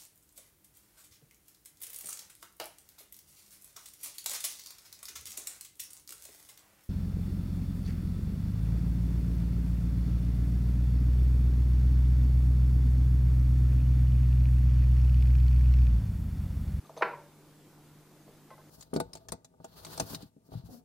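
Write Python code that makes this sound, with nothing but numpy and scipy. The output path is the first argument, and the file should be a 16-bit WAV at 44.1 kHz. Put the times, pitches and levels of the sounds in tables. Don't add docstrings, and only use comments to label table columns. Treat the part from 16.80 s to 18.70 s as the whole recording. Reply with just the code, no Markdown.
import sys
import numpy as np
from scipy import signal
from scipy.io import wavfile
from scipy.ndimage import uniform_filter1d

SR = 44100
rng = np.random.default_rng(int(sys.argv[2]) if len(sys.argv) > 2 else 0)


def natural_amplitude(level_db):
    exponent = np.asarray(level_db, float) / 20
    return 10 ** exponent


def unload_audio(sound):
    columns = np.transpose(np.atleast_2d(sound))
    steps = np.round(np.clip(columns, -1, 1) * 32767)
    wavfile.write(sys.argv[1], SR, steps.astype(np.int16))


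N = 83790


def evened(x):
    return x / np.sqrt(np.mean(x ** 2) + 1e-20)


def read(points, hz):
    f, value = np.transpose(points)
    return np.interp(np.log(hz + 1), np.log(f + 1), value)


def noise(spectrum, patch_db):
    real, imaginary, patches = rng.standard_normal((N // 512 + 5, 1025, 3)).T
    patches = uniform_filter1d(patches, size=12, axis=0)
    patches = evened(uniform_filter1d(patches, size=6, axis=1))
    hz = np.fft.rfftfreq(2048, 1 / SR)
    frames = (real + 1j * imaginary) * natural_amplitude(read(spectrum, hz)[:, None] + patch_db * patches)
    return evened(signal.istft(frames, nperseg=2048, noverlap=1536)[1][:N])


# f/Hz, level/dB per Hz
HISS_SPECTRUM = [(15, -16), (25, -1), (155, -2), (288, -9), (962, -13), (1290, -15.5), (4320, -13.5),
                 (15300, -17)]


def hiss():
    return natural_amplitude(-69) * noise(HISS_SPECTRUM, 0.96)


# f/Hz, level/dB per Hz
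AIR_SPECTRUM = [(25, -8.5), (60, -14.5), (110, -9), (300, -3), (520, -12), (1300, -17.5), (2500, -24.5),
                (13000, -28)]


def ventilation():
    return natural_amplitude(-59.5) * noise(AIR_SPECTRUM, 1.34)


# f/Hz, rms level/dB
HUM_LINES = [(100, -78.5), (150.1, -62), (199.6, -73.5), (300, -73.5), (309, -74)]


def hum():
    t = np.arange(N) / SR
    waver_hz = np.geomspace(.5, 6, num=12)
    waver = evened(sum(np.sin(2 * np.pi * (f * t + rng.random())) for f in waver_hz))
    out = np.zeros(N)
    for hz, db in HUM_LINES:
        level = np.sqrt(2) * natural_amplitude(db - 1.35 * waver)
        out += level * np.sin(2 * np.pi * (hz * t + rng.random()))
    return out


# f/Hz, t60/s
ROOM_DECAY = [(250, 0.48), (700, 0.43), (1400, 0.34), (2800, 0.35), (5000, 0.4), (9000, 0.19)]


def room(x):
    level_db, build_s = -9.5, .012
    taps = np.zeros(SR)
    at = np.arange(100, SR - 20, 20)
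    taps[at + rng.integers(0, 20, len(at))] = rng.choice([-1., 1.], len(at))
    hz, t, z = signal.stft(taps, SR, nperseg=256)
    decay = natural_amplitude(-60 * t / read(ROOM_DECAY, hz)[:, None])
    tail = signal.istft(z * decay, SR, nperseg=256)[1]
    tail = tail * (1 - np.exp(-(np.arange(len(tail)) / SR / build_s) ** 2))
    return natural_amplitude(level_db) * signal.fftconvolve(x, tail / np.linalg.norm(tail))[:N]


def strikes(contacts, modes, octaves, rise_s):
    out, t = np.zeros(N + SR), np.arange(SR // 2) / SR
    hz, db, t60 = np.transpose(modes)[:, :, None]
    sign = (-1.) ** np.arange(len(modes))[:, None]
    for s, level_db, favoured_hz in contacts:
        at = int(s * SR)
        u = np.maximum(t - (s - at / SR), 0)
        off_pitch_db = 11.2 * (np.log2(hz / favoured_hz) / octaves) ** 2
        weight = sign * natural_amplitude(level_db + db - off_pitch_db - 60 * u / t60)
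        ring = (weight * np.sin(2 * np.pi * hz * u)).sum(0)
        out[at:at + len(t)] += ring * (1 - np.exp(-(u / rise_s) ** 2))
    return out[:N]


# t/s, level/dB, favoured f/Hz
SETTLE_TOUCHES = [
    (1.7040, -51.5, 1300),
    (1.711, -51, 650),
    (1.779, -56.5, 1190),
    (1.787, -60, 680),
]
# f/Hz, level/dB, t60/s
SEAT_MODES = [(525, 6.5, 0.055), (639, 0, 0.1), (864, 9.5, 0.022), (1300, 1.5, 0.028), (1545, -5, 0.083),
              (1800, -11, 0.036), (2064, 0.5, 0.072), (3500, -10, .015)]


def settles():
    return strikes(SETTLE_TOUCHES, SEAT_MODES, 0.97, 0.00074)


# start t/s, length/s, f/Hz, level/dB
TUBE_TONES = [
    (0.048, 0.015, 1200, -56.5),
    (0.334, 0.01, 1008, -37.5),
    (0.376, 0.032, 910, -51.5),
    (1.707, 0.038, 1061, -51),
    (1.718, 0.041, 1985, -65),
    (1.784, 0.026, 1050, -58),
]


def sings():
    edge_s = 0.002
    t, out = np.arange(N) / SR, np.zeros(N)
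    for s, length, hz, db in TUBE_TONES:
        gate = np.clip(np.minimum(t - s, s + length - t) / edge_s, 0, 1)
        fade_db = -1.5 * np.clip((t - s) / length, 0, 1)
        out += gate * natural_amplitude(db + fade_db) * np.sin(2 * np.pi * hz * t)
    return out


# t/s, level/dB, low f/Hz, high f/Hz, t60/s
GRIT = [
    (0.092, -62, 1500, 8900, 0.052),
    (.162, -60, 600, 2500, 0.45),
    (.165, -57, 3500, 6700, 0.053),
    (.1745, -61, 3430, 4900, 0.25),
    (.176, -62, 9000, 12200, 0.18),
    (0.2099, -48, 1010, 2170, 0.068),
    (.2205, -38.5, 2750, 4440, 0.049),
    (.2212, -71, 4750, 6800, 0.018),
    (1.7035, -59.5, 1500, 5000, 0.063),
]


def cracks():
    rise_s = .002
    out, t = np.zeros(N + SR), np.arange(SR // 5) / SR
    rise = 1 - np.exp(-(t / rise_s) ** 2)
    grains = rng.standard_normal((len(GRIT), len(t)))
    for (s, db, lo_hz, hi_hz, t60), grain in zip(GRIT, grains):
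        sos = signal.butter(N=2, Wn=[lo_hz, hi_hz], btype="band", fs=SR, output="sos")
        at = int(s * SR)
        out[at:at + len(t)] += evened(signal.sosfilt(sos, grain)) * natural_amplitude(db - 60 * t / t60) * rise
    return out[:N]


# t/s, level/dB, favoured f/Hz
GLASS_TOUCHES = [
    (.045, -59, 4000),
    (.060, -51.5, 6000),
    (.068, -57.5, 3800),
    (.094, -97, 5970),
    (.166, -75, 4200),
    (.1745, -37.5, 5240),
    (.180, -63, 4200),
    (.1865, -57, 10100),
    (.197, -66, 4500),
    (1.07, -61, 4500),
]
# f/Hz, level/dB, t60/s
GLASS_MODES = [(2600, 4, 0.032), (3500, -3, .015), (3900, -2, 0.015), (4150, -21, .07), (4425, -6.5, 0.037),
               (4650, -34, 0.011), (4900, -5, 0.0056), (6236, -6.5, 0.028), (6860, -23, .015),
               (9500, 1, .012)]


def clinks():
    chatter_s, touches_per_s = 0.0059, 1500
    t = np.arange(SR // 20) / SR
    touching = rng.random(len(t)) < touches_per_s / SR
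    chatter = rng.standard_normal(len(t)) * touching * np.exp(-t / chatter_s)
    chatter[0] = 1
    rings = strikes(GLASS_TOUCHES, GLASS_MODES, 0.6, 0.00016)
    return signal.oaconvolve(rings, chatter / np.linalg.norm(chatter))[:N]


# t/s, level/dB, favoured f/Hz
WOOD_BUMPS = [(.0945, -39.5, 853), (.102, -45, 630), (.165, -44, 670), (.169, -39, 636), (.1752, -36, 840),
              (.180, -43.5, 655), (.187, -49, 800), (.192, -42.5, 756), (.2075, -43, 735),
              (.2108, -27.5, 750), (.2142, -29, 800), (.2175, -51, 950), (1.478, -49, 740),
              (1.488, -51, 483), (1.508, -57, 1240)]
# f/Hz, level/dB, t60/s
WOOD_MODES = [(456, 4, 0.044), (650.5, 1, 0.037), (790, -2, 0.017), (937, 3, 0.014), (1240, -5, 0.028),
              (1700, -9, .015)]


def bumps():
    return strikes(WOOD_BUMPS, WOOD_MODES, 0.67, 0.0004)


# f/Hz, level/dB, t60/s
SHELF_MODES = [(209, -5.5, 0.15), (357, -28, 0.44), (578.5, -9, 0.55), (923, -4.5, 0.5), (985, -1, 0.35),
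               (1400, -13, .18)]


def shelf():
    start_s, level_db, rise_s, blur_s = .222, -33, 0.025, 0.016
    t = np.maximum(np.arange(N) / SR - start_s, 0)
    r = np.exp(-1 / (blur_s * SR))
    wobble = rng.standard_normal((2, len(SHELF_MODES), SR))
    wobble = evened(signal.lfilter([1], [1, -2 * r, r * r], wobble))
    wobble = np.pad(wobble, ((0, 0), (0, 0), (0, N - SR)))
    ring = np.zeros(N)
    for (hz, db, t60), a, b in zip(SHELF_MODES, *wobble):
        phase = 2 * np.pi * hz * t
        ring += natural_amplitude(db - 60 * t / t60) * (a * np.sin(phase) + b * np.cos(phase)) / np.sqrt(2)
    return natural_amplitude(level_db) * ring * (1 - np.exp(-(t / rise_s) ** 2))


# t/s, level/dB, favoured f/Hz
RACK_BLOWS = [
    (.2211, -24, 1490),
    (.2233, -22.5, 1050),
    (.2260, -26, 2570),
    (.2286, -23.5, 2050),
    (.2306, -27, 1800),
    (.2331, -43, 1800),
    (.2365, -34.5, 990),
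    (.2535, -46, 1120),
    (.257, -63, 1090),
]
# f/Hz, level/dB, t60/s
RACK_MODES = [(343, -2.5, 0.066), (479, -3.5, 0.12), (651, -3, 0.061), (800, -5, 0.032), (994, 3.5, 0.034),
              (1140, 9, 0.0067), (1372, 2, 0.026), (1644, 7.5, 0.013), (1800, 7.5, 0.0063),
              (2010, -5, 0.029), (2134, 1, 0.013), (2463, -6, 0.023), (2776, -2, 0.0072), (4893, -47, 0.37)]


def blows():
    return strikes(RACK_BLOWS, RACK_MODES, 2.32, .0004)


def scene():
    hits = settles() + cracks() + clinks() + bumps() + blows()
    body = signal.butter(N=3, Wn=260, btype="high", fs=SR, output="sos")
    hits = signal.sosfilt(body, hits)
    mid = ventilation() + hum() + room(hits) + sings() + shelf() + hits
    side = hiss()
    return np.array([mid + side, mid - side])


def top_cut(x):
    return signal.sosfilt(signal.butter(12, 15420, fs=SR, output="sos"), x)


def record(dry):
    edge = signal.firwin(255, 15400, window=("kaiser", 9), fs=SR)
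    mix = signal.oaconvolve(dry, edge[None], "same")
    return top_cut(mix)


dry = scene()
out = record(dry)
unload_audio(out)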